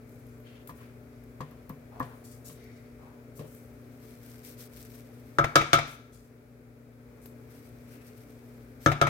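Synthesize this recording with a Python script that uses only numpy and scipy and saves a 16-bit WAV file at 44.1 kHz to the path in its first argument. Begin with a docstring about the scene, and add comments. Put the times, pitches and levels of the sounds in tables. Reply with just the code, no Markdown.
"""In a small kitchen, before two microphones: a spatula works thick batter off a beater and round a glass bowl.
Soft bumps ring the beater's modes; smears, a faint squeak and long passes are sticky, crackling noise bands.
Threads of batter snap. Two bouts of raps ring the glass and the room, each rap followed by a clack of the stand.
A motor hums throughout over rumble and air; the recorder's gain ducks after the raps and then comes back."""
import sys
import numpy as np
from scipy import signal
from scipy.fft import rfft, irfft, next_fast_len
from scipy.io import wavfile
from scipy.ndimage import uniform_filter1d, minimum_filter1d

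SR = 44100
rng = np.random.default_rng(int(sys.argv[2]) if len(sys.argv) > 2 else 0)


def waveform_to_disk(signal):
    """Save audio, clipped to [-1, 1], as 16-bit WAV at the path in sys.argv[1]."""
    frames = np.transpose(np.atleast_2d(signal))
    scaled = np.clip(frames, -1, 1) * 32767
    samples = np.round(scaled).astype(np.int16)
    wavfile.write(sys.argv[1], SR, samples)


N = 400856
CUTOFF_HZ = 15900  # top of the recorder's band


def from_db(db):
    """Decibels to amplitude gain."""
    return 10 ** (np.asarray(db) / 20)


def at_hz(points, hz):
    """Read a spectrum by straight lines on a log-frequency axis."""
    f, value = np.transpose(points)
    return np.interp(np.log(np.maximum(hz, 1)), np.log(f), value)


# How much louder the left microphone hears each pitch: f/Hz, left minus right level/dB
LEFT_LEAN = [(60, 4.5), (130, 4.8), (220, 1.5), (380, 1.5), (700, 3), (1300, 4.8), (2400, 3.5), (4400, 1),
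             (8000, 3.5), (14000, 9.5)]


def lean(hz):
    """Left and right gains: the left microphone hears everything louder."""
    return from_db(np.array([[.5], [-.5]]) * at_hz(LEFT_LEAN, hz))


def drift(per_s, n):
    """Random wander about 0 with a spread near 1: straight lines between normal draws."""
    steps = np.arange(n) / SR * per_s
    knots = int(steps[-1]) + 2
    return np.interp(steps, np.arange(knots), rng.standard_normal(knots))


# Likeness of the sound at the two microphones: f/Hz, correlation (1 is identical)
MIC_LIKENESS = [(60, .97), (130, .98), (290, .92), (640, .3), (1400, -.05), (3000, 0), (16000, 0)]


def noise(spectrum, n, colour=((1, 0),), grains=1, ripple_db=0):
    """Stereo noise of rms 1 before tint and lean; grains chop it, the bowl's hollow ripples its treble."""
    size = next_fast_len(n)
    hz = np.arange(size // 2 + 1) * SR / size
    mid, side = rfft(rng.standard_normal((2, n)) * grains, size)
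    alike = np.clip(at_hz(MIC_LIKENESS, hz), -1, 1)
    hollow_hz = np.arange(2500, CUTOFF_HZ, 130)
    ripple = ripple_db * np.interp(hz, hollow_hz, rng.standard_normal(len(hollow_hz)), left=0)
    gain = from_db(at_hz(spectrum, hz) + ripple)
    gain = gain / np.sqrt(np.mean(gain ** 2))
    gain = gain * from_db(at_hz(colour, hz))
    common = np.sqrt((1 + alike) / 2) * mid
    opposed = np.sqrt((1 - alike) / 2) * side * np.array([[1], [-1]])
    return irfft((common + opposed) * gain * lean(hz), size)[:, :n]


def dying(t, t60):
    """Exponential decay that falls by 60 dB in t60 seconds."""
    return np.exp(-np.log(1000) * t / t60)


def add(out, s, sound):
    """Mix a sound in at time s, in seconds."""
    start = int(s * SR)
    out[:, start:start + sound.shape[1]] += sound[:, :N - start]


# Motor hum lines in the background: f/Hz, rms level/dB before the lean
MOTOR_HUM = [(120, -55.5), (150.7, -65), (240.3, -54.5), (269.2, -64), (360, -72.5), (387.6, -69.5),
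             (434, -63.5), (480, -74.5), (597.5, -70.5)]
# Low rumble of fan and room: f/Hz, relative density/dB per Hz
FAN_RUMBLE = [(20, -47), (35, -43.5), (55, 3.5), (80, -6), (115, 0.5), (160, -15), (195, -10.5),
              (270, -1.5), (340, -9.5), (440, -5), (600, -10.5), (850, -20), (1400, -37)]
# Thin rush of air: f/Hz, relative density/dB per Hz
AIR_RUSH = [(500, -11), (900, -5), (1350, 2), (1800, -2.5), (2350, -1), (2900, -15), (5000, -16),
            (9000, -25), (13000, -17), (16000, -25.5)]


def motor():
    """Hum lines wavering slightly in phase and level, over a low rumble and a thin rush of air."""
    t = np.arange(N) / SR
    hum = 0
    for hz, level_db in MOTOR_HUM:
        phase = 2 * np.pi * hz * t + 0.57 * drift(7, N)
        amplitude = np.sqrt(2) * from_db(level_db + 0.91 * drift(6, N))
        hum = hum + amplitude * lean(hz) * np.sin(phase)
    rumble = from_db(-54.0) * noise(FAN_RUMBLE, N)
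    air = from_db(-64.5) * noise(AIR_RUSH, N)
    return hum + rumble + air


def stickiness(n, per_s, spread_db, share, slip_db):
    """Batter parts from glass in tiny bursts over a smooth hiss, while the blade sticks and slips; rms 1."""
    happens = rng.random(n) < per_s / SR
    bursts = happens * from_db(spread_db * np.minimum(rng.exponential(1, n), 4)) ** 2
    power = np.maximum(uniform_filter1d(bursts, size=14), 0)
    share = np.clip(share, 0, 1)  # of the power that comes in bursts
    crackle = np.sqrt(1 - share + share * power / (power.mean() + 1e-12))
    grain = crackle * from_db(slip_db * drift(70.3, n))
    return grain / np.sqrt(np.mean(grain ** 2))


def wipe(length, centre_hz, octaves, swell):
    """A sticky band of noise that swells quickly and trails off."""
    hz = np.geomspace(100, 16000, 160)
    t = np.arange(int(2 * length * SR)) / SR
    # the band is 3 dB down this many octaves either side of its centre
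    hump_db = -10 * np.log10(1 + np.abs(np.log2(hz / centre_hz) / octaves) ** 4)
    pressure = (1 - np.exp(-t / swell)) * np.exp(-(t / (0.9 * length)) ** 2)
    grains = stickiness(len(t), per_s=800, spread_db=2.5, share=.36, slip_db=2)
    return pressure * noise(np.c_[hz, hump_db], len(t), grains=grains, ripple_db=3.5)


SMEAR_SWELL_S, SWELL_POWER = 0.027, 0.48  # swell at a 1 kHz centre; thin bright films let go sooner
SMEAR_OCTAVES, WIDTH_POWER = .46, .22  # half-width at a 1 kHz centre; bright smears are broader
SQUEAK_S, SQUEAK_LENGTH_S, SQUEAK_HZ = 2.57, .3, 2100
SQUEAK_DB, SQUEAK_OCTAVES = -61.5, 0.12
# Short smears of the blade: t/s, length/s, level/dB, centre f/Hz
BLADE_SMEARS = [(0.06, 0.42, -70, 9000), (0.441, 0.18, -57.5, 2400), (0.669, 0.041, -49, 13000),
                (0.748, .11, -57, 11900), (.77, .13, -57.5, 1830), (1.11, 0.11, -75, 4500),
                (1.9, 0.21, -51.5, 760), (2.01, 0.61, -65.5, 11900), (2.237, 0.13, -52, 7500),
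                (2.443, .1, -48, 8200), (2.549, 0.34, -67, 4500), (2.98, 0.19, -56, 880),
                (3.349, 0.09, -55, 9600), (3.37, 0.1, -41.5, 446), (3.455, .24, -60, 10000),
                (5.867, 0.11, -51, 8630), (6.12, 0.14, -58, 7000), (7.212, .11, -60, 8700),
                (7.901, 0.21, -62.5, 1850)]


def smears():
    """Short wipes of the blade, the brighter the quicker and broader, and one narrow, faint squeak."""
    out = np.zeros((2, N))
    for s, length, level_db, centre_hz in BLADE_SMEARS:
        khz = centre_hz / 1000
        octaves = SMEAR_OCTAVES * khz ** WIDTH_POWER
        swell = SMEAR_SWELL_S / khz ** SWELL_POWER
        add(out, s, from_db(level_db) * wipe(length, centre_hz, octaves, swell))
    squeak = wipe(SQUEAK_LENGTH_S, SQUEAK_HZ, SQUEAK_OCTAVES, SMEAR_SWELL_S)
    add(out, SQUEAK_S, from_db(SQUEAK_DB) * squeak)
    return out


THREADS_PER_S, THREADS_UNTIL_S = 2, 3.7  # faint ones, while the beater is being cleaned
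THREAD_DB, THREAD_SPREAD_DB = -61, 2.5  # their mean level, and how far they stray either way
# Snap of a batter thread: f/Hz, relative density/dB per Hz
THREAD_SNAP = [(500, 0), (1500, -9), (4000, -10.5), (9500, -16), (13000, 2), (16000, -11)]
# The loudest snaps: t/s, level/dB
CLEAR_SNAPS = [(.094, -59), (0.674, -46), (1.238, -59), (1.407, -56), (1.511, -56), (1.694, -46),
               (1.998, -44), (2.64, -57), (3.548, -51), (4.448, -53), (4.815, -51), (7.258, -44)]


def threads():
    """Threads of batter snap, each a noise tick with a weak tail: clear ones, and faint ones at random."""
    out, t = np.zeros((2, N)), np.arange(SR // 8) / SR
    faint = []
    for when, size in rng.random((int(THREADS_PER_S * THREADS_UNTIL_S), 2)):
        faint.append((when * THREADS_UNTIL_S, THREAD_DB + THREAD_SPREAD_DB * (2 * size - 1)))
    envelope = dying(t, .022) + from_db(-14) * dying(t, .22)
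    for s, level_db in CLEAR_SNAPS + faint:
        add(out, s, from_db(level_db) * noise(THREAD_SNAP, len(t)) * envelope)
    return out


def wash(spectrum, db, t60, rise):
    """A crowd of modes or echoes too dense to tell apart; t60 and rise in seconds."""
    return spectrum, db, t60, rise


# How far a ringing tone leads at the left microphone: f/Hz, phase/rad
LEFT_LEAD = [(350, 0), (560, .6), (1100, 1.3), (1300, 2.1), (1700, 1.5)]


def blows(events, modes, washes, ring_db, linger_db, linger_t60):
    """Each blow rings modes and washes; hard contact is brighter, and the room holds each tone a little longer."""
    out, t = np.zeros((2, N)), np.arange(SR * 2 // 3) / SR
    linger = from_db(linger_db) * dying(t, linger_t60)
    hz, mode_db, t60 = np.transpose(modes)
    swell = 1 - np.exp(-t * hz[:, None])  # the heavy low modes take a cycle to get going
    decay = dying(t, t60[:, None]) + linger
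    tones = np.exp(2j * np.pi * hz[:, None] * t) * swell * decay
    lead = at_hz(LEFT_LEAD, hz) * np.array([[.5], [-.5]])
    for s, level_db, thud_db, hard_db in events:
        colour = [(200, thud_db), (800, 0), (1700, 0), (2700, hard_db)]
        phase = rng.uniform(-1, 1, len(hz)) + lead
        # every blow excites each mode a little differently
        gain = from_db(ring_db + mode_db + at_hz(colour, hz) + rng.standard_normal(len(hz)))
        sound = np.imag((gain * lean(hz) * np.exp(1j * phase)) @ tones)
        for spectrum, wash_db, wash_t60, rise in washes:
            crowd = noise(spectrum, len(t), colour, ripple_db=2.5)
            envelope = dying(t, wash_t60) * (1 - np.exp(-t / rise))
            sound = sound + from_db(wash_db) * crowd * envelope
        add(out, s, from_db(level_db) * sound)
    return out


CUSHIONED_THUD_DB = 8  # a bump at least this dull is too cushioned to set the beater swinging
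REBOUND_S, REBOUND_LOSS_DB = .11, 6  # the beater swings back, more faintly
REBOUND_MAX_DB = -27  # its small play caps the level
# Soft bumps on the beater: t/s, level/dB, thud (bass tint)/dB, hardness (treble tint)/dB
BEATER_BUMPS = [(.693, -14.5, 2, 5.5), (1.405, -8, 7.5, 5), (1.697, -15.5, 13.5, 2.5), (2.002, 0, 4, -8),
                (2.025, -12.5, 6.5, 8.5), (2.495, -30, 19.5, 23.5), (3.392, -24, 23.5, 17.5),
                (3.45, -36, 18, 14)]
# Modes of the batter-coated beater: f/Hz, relative level/dB, t60/s
BEATER_MODES = [(121, -44.5, 0.39), (149, -36, 0.25), (255, -30, 0.076), (510, -35, 0.1), (694, -41, 0.11),
                (1006, -31.5, 0.14), (1074, -29, 0.096), (1153, -26, 0.062), (1700, -37, 0.071),
                (1856, -52, 0.3)]
# The beater's crowd of short modes: f/Hz, relative density/dB per Hz
BEATER_CROWD = [(40, -40), (120, 7), (280, -7), (750, -6), (1100, 2.5), (1400, -11), (1800, -10),
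                (3000, -23.5), (8000, -32), (16000, -47)]
# The kitchen's answer to a bump: f/Hz, relative density/dB per Hz
BEATER_ECHO = [(80, -23), (700, 3), (1100, -4), (1500, -1), (3000, -12.5), (8000, -30), (16000, -46)]


def bumps():
    """Batter cushions the blade where it meets the beater, which swings back with a fainter touch."""
    rebounds = []
    for s, level_db, thud_db, _ in BEATER_BUMPS:
        if thud_db < CUSHIONED_THUD_DB:
            rebound_db = min(level_db - REBOUND_LOSS_DB, REBOUND_MAX_DB)
            rebounds.append((s + REBOUND_S, rebound_db, 0, 2))
    washes = [wash(BEATER_CROWD, db=-29.5, t60=0.11, rise=0.0012),
              wash(BEATER_ECHO, db=-50.0, t60=0.84, rise=.012)]
    return blows(BEATER_BUMPS + rebounds, BEATER_MODES, washes,
                 ring_db=.5, linger_db=-31, linger_t60=0.73)


def push(length):
    """The hand presses harder, then eases off: 0 to 1 and back."""
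    t = np.arange(int(length * SR)) / SR
    peak = .4 * length
    return np.sin(np.interp(t, [0, peak, length], [0, np.pi / 2, np.pi]))


HISS_DB, RUB_DB = 2, -28.5  # gains applied to the pressure
RUB_FOLLOWS = 0.61  # the rub grows by this share of the hiss's dB
# Long glides of the blade along the wall: t/s, length/s, pressure level/dB
WALL_PASSES = [(3.394, 3.1, -69.5), (7.25, 1.8, -69.5)]
# Pushes of the hand during those passes: t/s, length/s, pressure level/dB
HAND_PUSHES = [(3.975, 0.28, -63.5), (4.184, 0.27, -60), (4.42, .14, -53), (4.564, 0.12, -51.5),
               (4.703, 0.21, -57), (4.882, .16, -59.5), (7.483, .16, -62.5), (7.626, 0.079, -67),
               (7.87, 0.14, -63), (8.04, 0.082, -62), (8.142, 0.14, -67), (8.797, 0.15, -55)]
# Wet hiss of batter on glass: f/Hz, relative density/dB per Hz
BATTER_HISS = [(2000, -22), (3200, -5.5), (5600, -0.5), (7200, -5), (8500, 0), (10300, -6), (11600, 0.5),
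               (13600, -0.5), (15800, -6)]
# Duller rub of the blade: f/Hz, relative density/dB per Hz
BLADE_RUB = [(600, -11.5), (1400, 3.5), (2300, 5.5), (3000, -1.5), (5000, -8.5), (8000, -20)]


def strokes():
    """The blade is pushed around the wall: a wet crackling hiss over a duller rub that follows pressure less."""
    effort, out = np.zeros((1, N)), np.zeros((2, N))
    for s, length, level_db in WALL_PASSES + HAND_PUSHES:
        add(effort, s, (from_db(level_db) * push(length)[None]) ** 2)  # overlapping pushes add as power
    touching = effort[0] > 0
    pressure = np.sqrt(effort[0, touching])
    n = len(pressure)
    grains = stickiness(n, per_s=600, spread_db=3.5, share=.36, slip_db=1.5)
    hiss = from_db(HISS_DB) * pressure * noise(BATTER_HISS, n, grains=grains)
    rub = from_db(RUB_DB) * pressure ** RUB_FOLLOWS * noise(BLADE_RUB, n, grains=grains)
    out[:, touching] = hiss + rub
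    return out


# Raps on the bowl: t/s, level/dB, thud (bass tint)/dB, hardness (treble tint)/dB
BOWL_RAPS = [(5.3854, -0.5, 4.5, -18), (5.556, 4.5, 1, -5), (5.7311, 3.5, 0, -4), (8.861, 0, 9, -11.5),
             (9.0138, 0.5, 5, -10.5)]
# Modes of the bowl on its stand: f/Hz, relative level/dB, t60/s
BOWL_MODES = [(72.4, -35.5, .2), (113, -27, 0.22), (144.2, -25, 0.28), (250, -40, .2), (322.2, -25.5, 0.15),
              (346, -32.5, 0.2), (485, -38, .1), (567, -19, 0.11), (683, -21, 0.14), (810, -38, 0.16),
              (964, -38, 0.27), (1210, -24, 0.27), (1265, -14, .17), (1336, -13.5, .19), (1354, -33, .6),
              (2281, -26, .3), (1366, -25.5, 0.068), (1614, -26, 0.041), (1672, -16.5, 0.047),
              (1740, -31, 0.046), (2135, -35, 0.22), (2120, -27, 0.21), (2690, -27, 0.19),
              (2734, -31.5, 0.11), (3070, -29.5, .16), (3290, -36, .2), (3456, -31, .2), (3700, -34.5, .25),
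              (3800, -28.5, .18), (6300, -30.5, 0.083)]
# Crack of the contact: f/Hz, relative density/dB per Hz
CONTACT_CRACK = [(500, -27), (1500, -4), (3500, 3.5), (6300, 0.5), (9000, -10), (16000, -24)]
# The bowl's crowd of short modes: f/Hz, relative density/dB per Hz
BOWL_CROWD = [(30, -38), (60, -10), (115, 0), (200, -22), (330, -1), (950, -7), (1350, 1), (1700, 0.5),
              (2000, -14.5), (3500, -2), (4300, -11.5), (6300, -10.5), (7300, -17), (16000, -26)]
# The kitchen's answer to a rap: f/Hz, relative density/dB per Hz
BOWL_ECHO = [(60, -9), (200, -10.5), (400, -6), (1000, -8.5), (1350, 3.5), (1650, -7), (2000, -6.5),
             (2280, 1.5), (2700, -7.5), (3700, -3), (4200, -9.5), (6000, -13), (10000, -28.5), (16000, -45)]


def raps():
    """The spatula strikes the glass with a crack and a ring; the kitchen rings on."""
    washes = [wash(CONTACT_CRACK, db=-10.5, t60=0.026, rise=0.00016),
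              wash(BOWL_CROWD, db=-12.5, t60=0.1, rise=0.0014),
              wash(BOWL_ECHO, db=-25.5, t60=0.52, rise=0.012)]
    return blows(BOWL_RAPS, BOWL_MODES, washes, ring_db=-0.5, linger_db=-30.0, linger_t60=0.83)


ROCK_AFTER_S = .0558  # from the rap to the clack
ROCK_DB, ROCK_THUD_DB, ROCK_HARD_DB = -.5, 6.5, 0.5
# Clack of the bowl's foot on the stand: f/Hz, relative density/dB per Hz
STAND_CLACK = [(60, -6.5), (130, -2), (200, -14.5), (450, -4), (650, 6.5), (950, 2), (1400, -3), (2250, 3),
               (2900, -12.5), (6000, -16.5), (10000, -27.5), (16000, -30.5)]


def rocks():
    """After each rap the bowl drops back on its stand with a dry clack."""
    drops = [(s + ROCK_AFTER_S, ROCK_DB, ROCK_THUD_DB, ROCK_HARD_DB) for s, *_ in BOWL_RAPS]
    washes = [wash(STAND_CLACK, db=-19.5, t60=0.062, rise=0.00088),
              wash(STAND_CLACK, db=-36.5, t60=0.404, rise=0.016)]
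    return blows(drops, BOWL_MODES, washes, ring_db=-18.0, linger_db=-21, linger_t60=0.54)


def scene():
    """Everything in the kitchen as it reaches the two microphones."""
    return motor() + smears() + threads() + bumps() + strokes() + raps() + rocks()


def gain_control(x, threshold_db, slope, hold_s, release_db_per_s):
    """Loud sounds pull the gain down within milliseconds; it stays down for a while, then recovers."""
    power = signal.lfilter([.003], [1, -.997], np.mean(x ** 2, axis=0))
    level = 10 * np.log10(power + 1e-12)
    cut_db = -slope * np.maximum(level - threshold_db, 0)
    half = int(hold_s * SR / 2)
    # the origin makes the window look back only, so the deepest cut is held
    held_db = minimum_filter1d(cut_db, 2 * half + 1, mode="constant", origin=half)
    recovery = release_db_per_s * np.arange(N) / SR
    gain_db = np.minimum.accumulate(held_db - recovery) + recovery
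    return x * from_db(gain_db)


def record(dry):
    """The recorder controls the gain, rounds the peaks and cuts the top."""
    controlled = gain_control(dry, threshold_db=-20, slope=0.3, hold_s=1.22, release_db_per_s=13.5)
    rounded = np.tanh(controlled)
    top_cut = signal.ellip(10, .2, 70, CUTOFF_HZ, fs=SR, output="sos")
    return signal.sosfilt(top_cut, rounded)


dry = scene()
out = record(dry)
waveform_to_disk(out)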